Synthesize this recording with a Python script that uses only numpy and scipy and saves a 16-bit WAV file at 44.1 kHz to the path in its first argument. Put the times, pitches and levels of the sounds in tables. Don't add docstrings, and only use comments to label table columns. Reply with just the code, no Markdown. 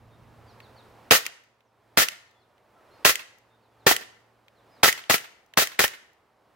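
import sys
import numpy as np
from scipy import signal
from scipy.fft import rfft, irfft
from scipy.io import wavfile
from scipy.ndimage import uniform_filter1d, minimum_filter1d

SR = 44100
rng = np.random.default_rng(int(sys.argv[2]) if len(sys.argv) > 2 else 0)


def dump_mix(stems):
    frames = np.atleast_2d(stems).T
    limited = np.clip(frames, -1, 1)
    pcm = np.round(limited * 32767).astype(np.int16)
    wavfile.write(sys.argv[1], SR, pcm)


N = 288855
T = np.arange(N) / SR



def from_db(db):
    return 10 ** (np.asarray(db) / 20)


def level_curve(rows):
    times, levels_db = np.transpose(rows)
    return from_db(np.interp(T, times, levels_db))


def at_hz(points, hz):
    known_hz, values = np.transpose(points)
    return np.interp(np.log(np.maximum(hz, 1)), np.log(known_hz), values)


def convolve(x, response):
    return signal.oaconvolve(x, np.atleast_2d(response), axes=1)[:, :N]


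def colour(x, spectrum, size=4096):
    hz = np.arange(size // 2 + 1) * SR / size
    cepstrum = irfft(np.log(from_db(at_hz(spectrum, hz))))
    response = irfft(np.exp(rfft(2 * cepstrum[:size // 2], size)))
    return convolve(x, response / np.linalg.norm(response))


def resonate(x, modes, size=4096):
    t = T[:size]
    response = np.zeros(size)
    for hz, width, db in modes:
        decay = np.exp(-np.pi * width * t)
        response += from_db(db) * width * decay * np.cos(2 * np.pi * hz * t)
    return convolve(x, response / np.linalg.norm(response))


def stereo_noise(alike):
    mid, side = rng.standard_normal((2, N))
    alike = np.clip(alike, -1, 1)
    return np.sqrt((1 + alike) / 2) * mid + np.sqrt((1 - alike) / 2) * np.array([side, -side])


def bursts(hits, t60, rise=0.00013, hold=0., size=12000):
    power, t = np.zeros(N + size), T[:size]
    shape = (1 - np.exp(-t / rise)) * from_db(-60 * np.maximum(t - hold, 0) / t60)
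    for s, db in hits:
        start = round(s * SR)
        power[start:start + size] += (from_db(db) * shape) ** 2
    return np.sqrt(power[:N])


def chatter(alike, spread_db, size=12):
    steps = np.clip(rng.standard_normal(N // size + 1), -2, 2)
    sizes = np.repeat(from_db(spread_db * steps), size)[:N]
    return stereo_noise(alike) * sizes / np.sqrt(np.mean(sizes ** 2))


def taps(hits):
    out = np.zeros((2, N))
    for s, db in hits:
        out[:, round(s * SR)] += from_db(db)
    return out


# (time [s], level [dB])
RUSH_LEVEL = [(0, -60.5), (.6, -55), (1.1, -54.5), (1.6, -57), (2.6, -52.5), (4.7, -52), (6.55, -54.5)]
# (frequency [Hz], spectral density [dB])
RUSH_SPECTRUM = [(15, -45.5), (25, -17), (111, -8.5), (161, -13.5), (223, -9), (256, -10.5), (439, -6),
                 (911, -7), (2410, -20.5), (3520, -25), (4250, -26.5), (6920, -34), (14800, -37.5),
                 (16000, -38)]
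# (time [s], level [dB])
HUM_LEVEL = [(0, -59.5), (.55, -60), (1.1, -69), (2.4, -64.5), (2.9, -74), (3.6, -60.5), (4.5, -62),
             (5.4, -75), (6.55, -82)]
# (time [s], level [dB])
RUMBLE_LEVEL = [(0, -60), (.3, -55.5), (.6, -62.5), (1.3, -71), (6.55, -85)]
# (frequency [Hz], spectral density [dB])
RUMBLE_SPECTRUM = [(20, -12.5), (50, -8), (85, -1.5), (140, -8), (280, -16), (900, -40), (4000, -71.5)]
HUM_HZ = 114.8


def background():
    rush = level_curve(RUSH_LEVEL) * colour(stereo_noise(alike=0.84), RUSH_SPECTRUM)
    phase = 2 * np.pi * HUM_HZ * T
    tone = np.sin(phase) + from_db(-10) * np.sin(2 * phase)
    hum = level_curve(HUM_LEVEL) * np.sqrt(2) * tone
    rumble = level_curve(RUMBLE_LEVEL) * colour(stereo_noise(alike=0.87), RUMBLE_SPECTRUM)
    balance_db = np.array([[-.8], [.8]])
    return (rush + hum + rumble) * from_db(balance_db)


# (frequency [Hz], level [dB])
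YARD_SPECTRUM = [(60, -5), (400, -2), (800, -2), (1700, 1.5), (2080, 5), (2350, 0.5), (2900, 2.5),
                 (4000, 0.5), (8000, 2), (11000, -1.5), (16000, -8)]
# (frequency [Hz], 60 dB decay time [s])
YARD_DECAY = [(100, .42), (500, 0.56), (2000, 0.56), (5000, .5), (10000, 0.41), (16000, .36)]


def yard(x, wet_db, onset, size=40000):
    t, hz = T[:size], np.arange(size // 2 + 1) * SR / size
    clumps = np.repeat(from_db(2.5 * np.clip(rng.standard_normal(size // 200), -2, 2)), 200)
    white = rfft(rng.standard_normal((2, size)) * clumps) / np.sqrt(SR)
    response = 0
    for k, (_, t60) in enumerate(YARD_DECAY):
        share = at_hz([(row[0], j == k) for j, row in enumerate(YARD_DECAY)], hz)
        response = response + irfft(white * share) * from_db(-60 * t / t60)
    swell = 1 - np.exp(-(t / onset) ** 2)
    return from_db(wet_db) * colour(convolve(x, response * swell), YARD_SPECTRUM)


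# (frequency [Hz], level [dB])
FAR_WALL_SPECTRUM = [(100, -10), (600, -8), (2000, 2.5), (3500, 2.5), (7000, 0), (16000, -4)]


def far_echo(x, delay_s, echo_db, smear_t60, size=12000):
    response = bursts([(delay_s, 0)], smear_t60)[:size] * rng.standard_normal((2, size))
    echo = convolve(x, response / np.linalg.norm(response[0]))
    return from_db(echo_db) * colour(echo, FAR_WALL_SPECTRUM)


# (left delay [s], right delay [s], level [dB])
NEAR_REFLECTIONS = [(.00152, .00159, -18), (.0046, .0037, -17.5)]


def near_echoes(x):
    out = x.copy()
    for left_s, right_s, db in NEAR_REFLECTIONS:
        left = np.interp(T - left_s, T, x[0], left=0)
        right = np.interp(T - right_s, T, x[1], left=0)
        out += from_db(db) * np.array([left, right])
    return out


def bird_notes(notes, length_s, fall, arch, waver_hz, count=24):
    out, turn = np.zeros((2, N)), np.linspace(0, np.pi, round(length_s * SR))
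    contour = 1 - fall * (1 - np.cos(turn)) / 2 + arch * np.sin(turn)
    for s, start_hz, db in notes:
        waver = np.interp(turn, np.linspace(0, np.pi, count), rng.standard_normal(count))
        hz, start = start_hz * contour + waver_hz * waver, round(s * SR)
        note = np.sin(turn) * np.sin(2 * np.pi * np.cumsum(hz) / SR)
        out[:, start:start + len(turn)] += from_db(db) * note
    return out


# (time [s], start frequency [Hz], level [dB])
FALLING_CHIRPS = [(.464, 4950, -63), (.478, 6100, -69), (.612, 4600, -59.5), (.757, 4600, -58),
                  (1.64, 6600, -71), (2.26, 4620, -58), (2.39, 4620, -60), (3.615, 4600, -62.5),
                  (3.786, 4450, -62), (4.552, 4450, -60.5), (4.745, 4600, -63.5)]
# (time [s], frequency [Hz], level [dB])
LEVEL_WHISTLES = [(.1, 3640, -71), (2.335, 3420, -60), (2.74, 1330, -52), (2.9, 4220, -61),
                  (2.925, 4965, -68), (3.495, 3595, -59.5), (4.695, 4960, -61.5)]
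CHIRP_S, CHIRP_FALL = .066, .24
WHISTLE_S, WHISTLE_ARCH = 0.078, 0.011


def bird():
    chirps = bird_notes(FALLING_CHIRPS, CHIRP_S, fall=CHIRP_FALL, arch=0, waver_hz=70)
    whistles = bird_notes(LEVEL_WHISTLES, WHISTLE_S, fall=0, arch=WHISTLE_ARCH, waver_hz=60)
    song = chirps + whistles
    return song + yard(song, wet_db=8, onset=.008)


# (time [s], level [dB])
PELLET_HITS = [(1.437, -59.5), (2.311, -61), (3.384, -53.5), (4.203, -65), (5.462, -60), (6.132, -59)]


def pellets():
    ticks = bursts(PELLET_HITS, t60=0.019) * stereo_noise(alike=0.27)
    return colour(ticks, [(2000, -19), (6000, -1), (9000, -13), (14000, -5)])


# (time [s], level [dB])
TRIGGER_RESETS = [(1.2642, -8.5), (2.0852, -5.5), (3.1552, -7), (3.9641, -6.5), (4.9266, -7), (5.1802, -15),
                  (5.672, -12.5), (5.8787, -11)]
# (frequency [Hz], spectral density [dB])
RESET_SPECTRUM = [(200, -23), (1000, -17.5), (1600, -7.5), (2000, 4.5), (2400, 0), (3050, 1), (3900, -10),
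                  (5400, -7), (7000, -6), (9500, -8), (11200, -16.5), (13500, -10), (16000, -21)]
# (time [s], level [dB])
SLACK_CLICKS = [(0.6025, -52.5), (1.606, -55.5), (2.580, -56.5), (4.482, -46.5), (5.039, -36),
                (5.537, -36.5), (5.747, -39)]
# (frequency [Hz], spectral density [dB])
LINKAGE_SPECTRUM = [(300, -30), (1200, -21.5), (1800, 0), (2700, -1), (3200, -6.5), (3800, -5.5),
                    (4800, -18.5), (6300, -18.5), (10000, -26), (13500, -17.5), (16000, -26.5)]


def trigger(click_db):
    reset_flow = bursts(TRIGGER_RESETS, t60=0.012, rise=0.00037)
    reset = from_db(click_db) * reset_flow * chatter(alike=0.11, spread_db=2.0)
    slack = bursts(SLACK_CLICKS, t60=0.016, rise=.0002) * stereo_noise(alike=0.46)
    return colour(reset, RESET_SPECTRUM) + colour(slack, LINKAGE_SPECTRUM)


# (time [s], clack level [dB], thump level [dB], bounce delay [s], bounce level [dB])
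SLIDE_SLAMS = [(1.1509, -15.5, -18.5, .0145, -27.5), (2.0194, -19, -23.5, .0127, -16),
               (3.093, -12.5, -22, .0145, -20.5), (3.9116, -14.5, -12.5, .0098, -19),
               (4.8789, -14, -15, .0078, -10), (5.1412, -12.5, -16, .0104, -31),
               (5.619, -19, -18.5, .0092, -22.5), (5.8394, -12, -13.5, .0078, -12)]
# (frequency [Hz], bandwidth [Hz], level [dB])
SLIDE_MODES = [(1350, 50, -10.5), (1800, 100, -9.5), (1844, 36, 0.5), (1990, 45, 0.5), (2180, 33, -7.5),
               (2937, 110, -5.5)]
# (frequency [Hz], bandwidth [Hz], level [dB])
SPRING_MODES = [(7300, 110, -0.5), (9420, 170, 1.5), (10200, 190, -1.5), (13150, 400, 4), (15500, 730, 0)]
# (frequency [Hz], spectral density [dB])
CRACK_SPECTRUM = [(300, -27), (800, -5), (1300, 4.5), (2000, 2), (3200, -3), (4900, -5), (6600, -11.5),
                  (8000, -14), (11000, -14), (14000, -9), (16000, -16)]
THUMP_SPECTRUM = [(25, -31.5), (60, -13), (110, -7.5), (190, -7), (270, -5.5), (370, -2), (500, -1),
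                  (670, -2.5), (850, -4), (1100, -9), (2000, -32), (6000, -56.5)]


def slide_return(clack_db, thump_db, ring_db, contact_db, spring_db):
    blows = [(s, db) for s, db, *_ in SLIDE_SLAMS]
    bounces = [(s + delay, db) for s, _, _, delay, db in SLIDE_SLAMS]
    thumps = [(s, db + thump_db) for s, _, db, *_ in SLIDE_SLAMS]
    rings = [(s, db + ring_db) for s, db in blows]
    clack = from_db(clack_db) * bursts(blows, t60=0.034) * chatter(alike=.35, spread_db=3.5)
    contact = taps([(s + .0012, db + contact_db) for s, db in blows])
    thump = bursts(thumps, t60=0.035) * stereo_noise(alike=0)
    ring = bursts(rings + bounces, t60=0.024) * stereo_noise(alike=0.09)
    spring = from_db(spring_db) * bursts(blows, t60=.08) * stereo_noise(alike=0)
    knock = colour(clack + contact, CRACK_SPECTRUM) + colour(thump, THUMP_SPECTRUM)
    return knock + resonate(ring, SLIDE_MODES) + resonate(spring, SPRING_MODES)


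# (time [s], crack level [dB], thump level [dB], note frequency [Hz], note level [dB], boom level [dB])
SHOTS = [(1.1086, 2.5, -16, 680, -12, -22), (1.9728, -3, -21, 307, -18, -35.5),
         (3.049, 0.5, -18, 380, -21.5, -21.5), (3.866, -2, -16.5, 384, -11, -15.5),
         (4.8321, 1.5, -17.5, 683, -17, -19.5), (5.0971, -5, -21.5, 482, -25.5, -22),
         (5.5728, -4, -21.5, 392, -22.5, -17), (5.791, -4, -22, 403, -21, -23.5)]


def repeated(noise, share, size=2000):
    out, share = noise.copy(), np.clip(share, 0, 1)
    for s, *_ in SHOTS:
        span = slice(round(s * SR), round(s * SR) + size)
        out[:, span] = np.sqrt(1 - share) * noise[:, span] + np.sqrt(share) * noise[:, :size]
    return out


# (frequency [Hz], spectral density [dB])
GAS_SPECTRUM = [(50, -17.5), (180, -18), (290, -15.5), (450, -3), (850, -8.5), (1350, 1), (2000, 0.5),
                (3500, -0.5), (6500, -1.5), (8000, -6.5), (11500, -6), (13500, -3.5), (16000, -7)]
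# (frequency [Hz], bandwidth [Hz], level [dB])
FRAME_MODES = [(650, 150, -6.5), (1180, 120, -12), (1420, 60, 2.5), (1700, 96, -6), (1820, 180, 5.5),
               (1970, 58, 0), (2460, 320, -4), (2700, 310, -4.5), (3500, 90, -10), (4220, 220, -8.5),
               (4950, 82, -11.5), (6550, 120, -13)]
GAS_DB, CHILL_DB, REWARM_S = -16, 8.5, 0.5


def gas(hiss_db, vent_db, ring_db):
    times = np.array(SHOTS)[:, 0]
    rest_s = np.diff(times, prepend=-np.inf)
    pressure_db = GAS_DB - CHILL_DB * np.exp(-rest_s / REWARM_S)
    muzzle = bursts(zip(times, pressure_db + hiss_db), t60=0.19, rise=.0015, hold=0.0096)
    vent = bursts(zip(times + 0.02, pressure_db + vent_db), t60=.085, rise=0.001, hold=0.037)
    flow = np.hypot(muzzle, vent)
    hiss = flow * repeated(chatter(alike=0.061, spread_db=0.5), share=0.54)
    ring = resonate(flow * stereo_noise(alike=.1), FRAME_MODES)
    return colour(hiss, GAS_SPECTRUM) + from_db(ring_db) * ring


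def puff_note(delay_s, note_t60, boom_hz, boom_t60, lag_s, size=6000):
    out = np.zeros((2, N))
    t = np.maximum(T[:size] - np.array([[abs(lag_s)], [0]]), 0)
    for s, _, _, hz, note_db, boom_db in SHOTS:
        note = from_db(note_db - 60 * t / note_t60) * np.sin(2 * np.pi * hz * t)
        boom = from_db(boom_db - 60 * t / boom_t60) * np.cos(2 * np.pi * boom_hz * t)
        start = round((s + delay_s) * SR)
        out[:, start:start + size] += (note + boom) * (1 - np.exp(-t / 0.002))
    return out


def hammer(lead_s, hammer_db):
    fall = bursts([(s - lead_s, hammer_db) for s, *_ in SHOTS], t60=0.019, rise=0.0045)
    return colour(fall * chatter(alike=.4, spread_db=0.5), CRACK_SPECTRUM)


# (time after the shot [s], crack level [dB], thump level [dB], 60 dB decay time [s])
KNOCK_CYCLE = [(.0003, 2, 6, .022), (.0062, -4.5, 4.5, 0.01), (0.0123, -2, 0.5, 0.011),
               (0.0153, -3, 0.5, .012), (.025, -8.5, -7, .028)]


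def blowback(crack_db, thump_db, ring_db, contact_db):
    crack_power, thump_power, contact_hits = 0, 0, []
    for lag, knock_db, puff_db, t60 in KNOCK_CYCLE:
        cracks = [(s + lag, db + knock_db) for s, db, *_ in SHOTS]
        thumps = [(s + lag, db + puff_db) for s, _, db, *_ in SHOTS]
        crack_power = crack_power + bursts(cracks, t60) ** 2
        thump_power = thump_power + bursts(thumps, t60) ** 2
        contact_hits += [(s + rng.uniform(.0006, .0016), db) for s, db in cracks]
    crack = np.sqrt(crack_power)
    knocks = crack * repeated(chatter(alike=0.86, spread_db=1.5), share=0.12)
    sharp = from_db(crack_db) * knocks + from_db(contact_db) * taps(contact_hits)
    puffs = np.sqrt(thump_power) * stereo_noise(alike=0.36)
    hollow = from_db(thump_db) * colour(puffs, THUMP_SPECTRUM)
    ring = from_db(ring_db) * resonate(crack * stereo_noise(alike=0.2), FRAME_MODES)
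    return colour(sharp, CRACK_SPECTRUM) + hollow + ring


PISTOL_DB = 12


def scene():
    blast = blowback(crack_db=-8.0, thump_db=3.0, ring_db=-13, contact_db=6.0)
    pistol = blast + gas(hiss_db=4, vent_db=-1.5, ring_db=-8.5)
    pistol = pistol + hammer(lead_s=0.0036, hammer_db=-21.5)
    pistol = pistol + puff_note(delay_s=.0018, note_t60=0.072, boom_hz=180, boom_t60=0.039, lag_s=0.0003)
    pistol = pistol + slide_return(clack_db=-3.0, thump_db=-1.5, ring_db=-1, contact_db=12, spring_db=-10)
    pistol = pistol + trigger(click_db=-6.5)
    pistol[0] = np.roll(pistol[0], 2)
    shots = near_echoes(pistol) + yard(pistol, wet_db=-6.5, onset=0.022)
    shots = shots + far_echo(blast, delay_s=.143, echo_db=-29, smear_t60=0.043)
    return from_db(PISTOL_DB) * (shots + pellets()) + bird() + background()


THRESHOLD_DB, DEEPEST_CUT_DB = -11.5, 12
HOLD_S, RECOVERY_DB_PER_S, LOOK_AHEAD_S = 0.54, 24, .008


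def gain_control(x, size=128):
    peak_db = 20 * np.log10(np.abs(x).max(axis=0) + 1e-9)
    over_db = np.clip(peak_db - THRESHOLD_DB, 0, DEEPEST_CUT_DB)
    hold = round(HOLD_S * SR)
    held_db = -minimum_filter1d(-over_db, hold, origin=(hold - 1) // 2, mode="constant")
    recovery_db = RECOVERY_DB_PER_S * T
    cut_db = np.maximum.accumulate(held_db + recovery_db) - recovery_db
    smooth_db = uniform_filter1d(cut_db, size)
    return x * from_db(-np.interp(T + LOOK_AHEAD_S, T, smooth_db))


CUTOFF_HZ = 15850


def record(dry):
    bass_cut = signal.butter(2, 34, "high", fs=SR, output="sos")
    thin = signal.sosfilt(bass_cut, dry)
    rounded = 1.15 * np.tanh(gain_control(thin) / 1.15)
    top_cut = signal.ellip(10, .2, 70, CUTOFF_HZ, fs=SR, output="sos")
    return signal.sosfilt(top_cut, rounded)


dry = scene()
out = record(dry)
dump_mix(out)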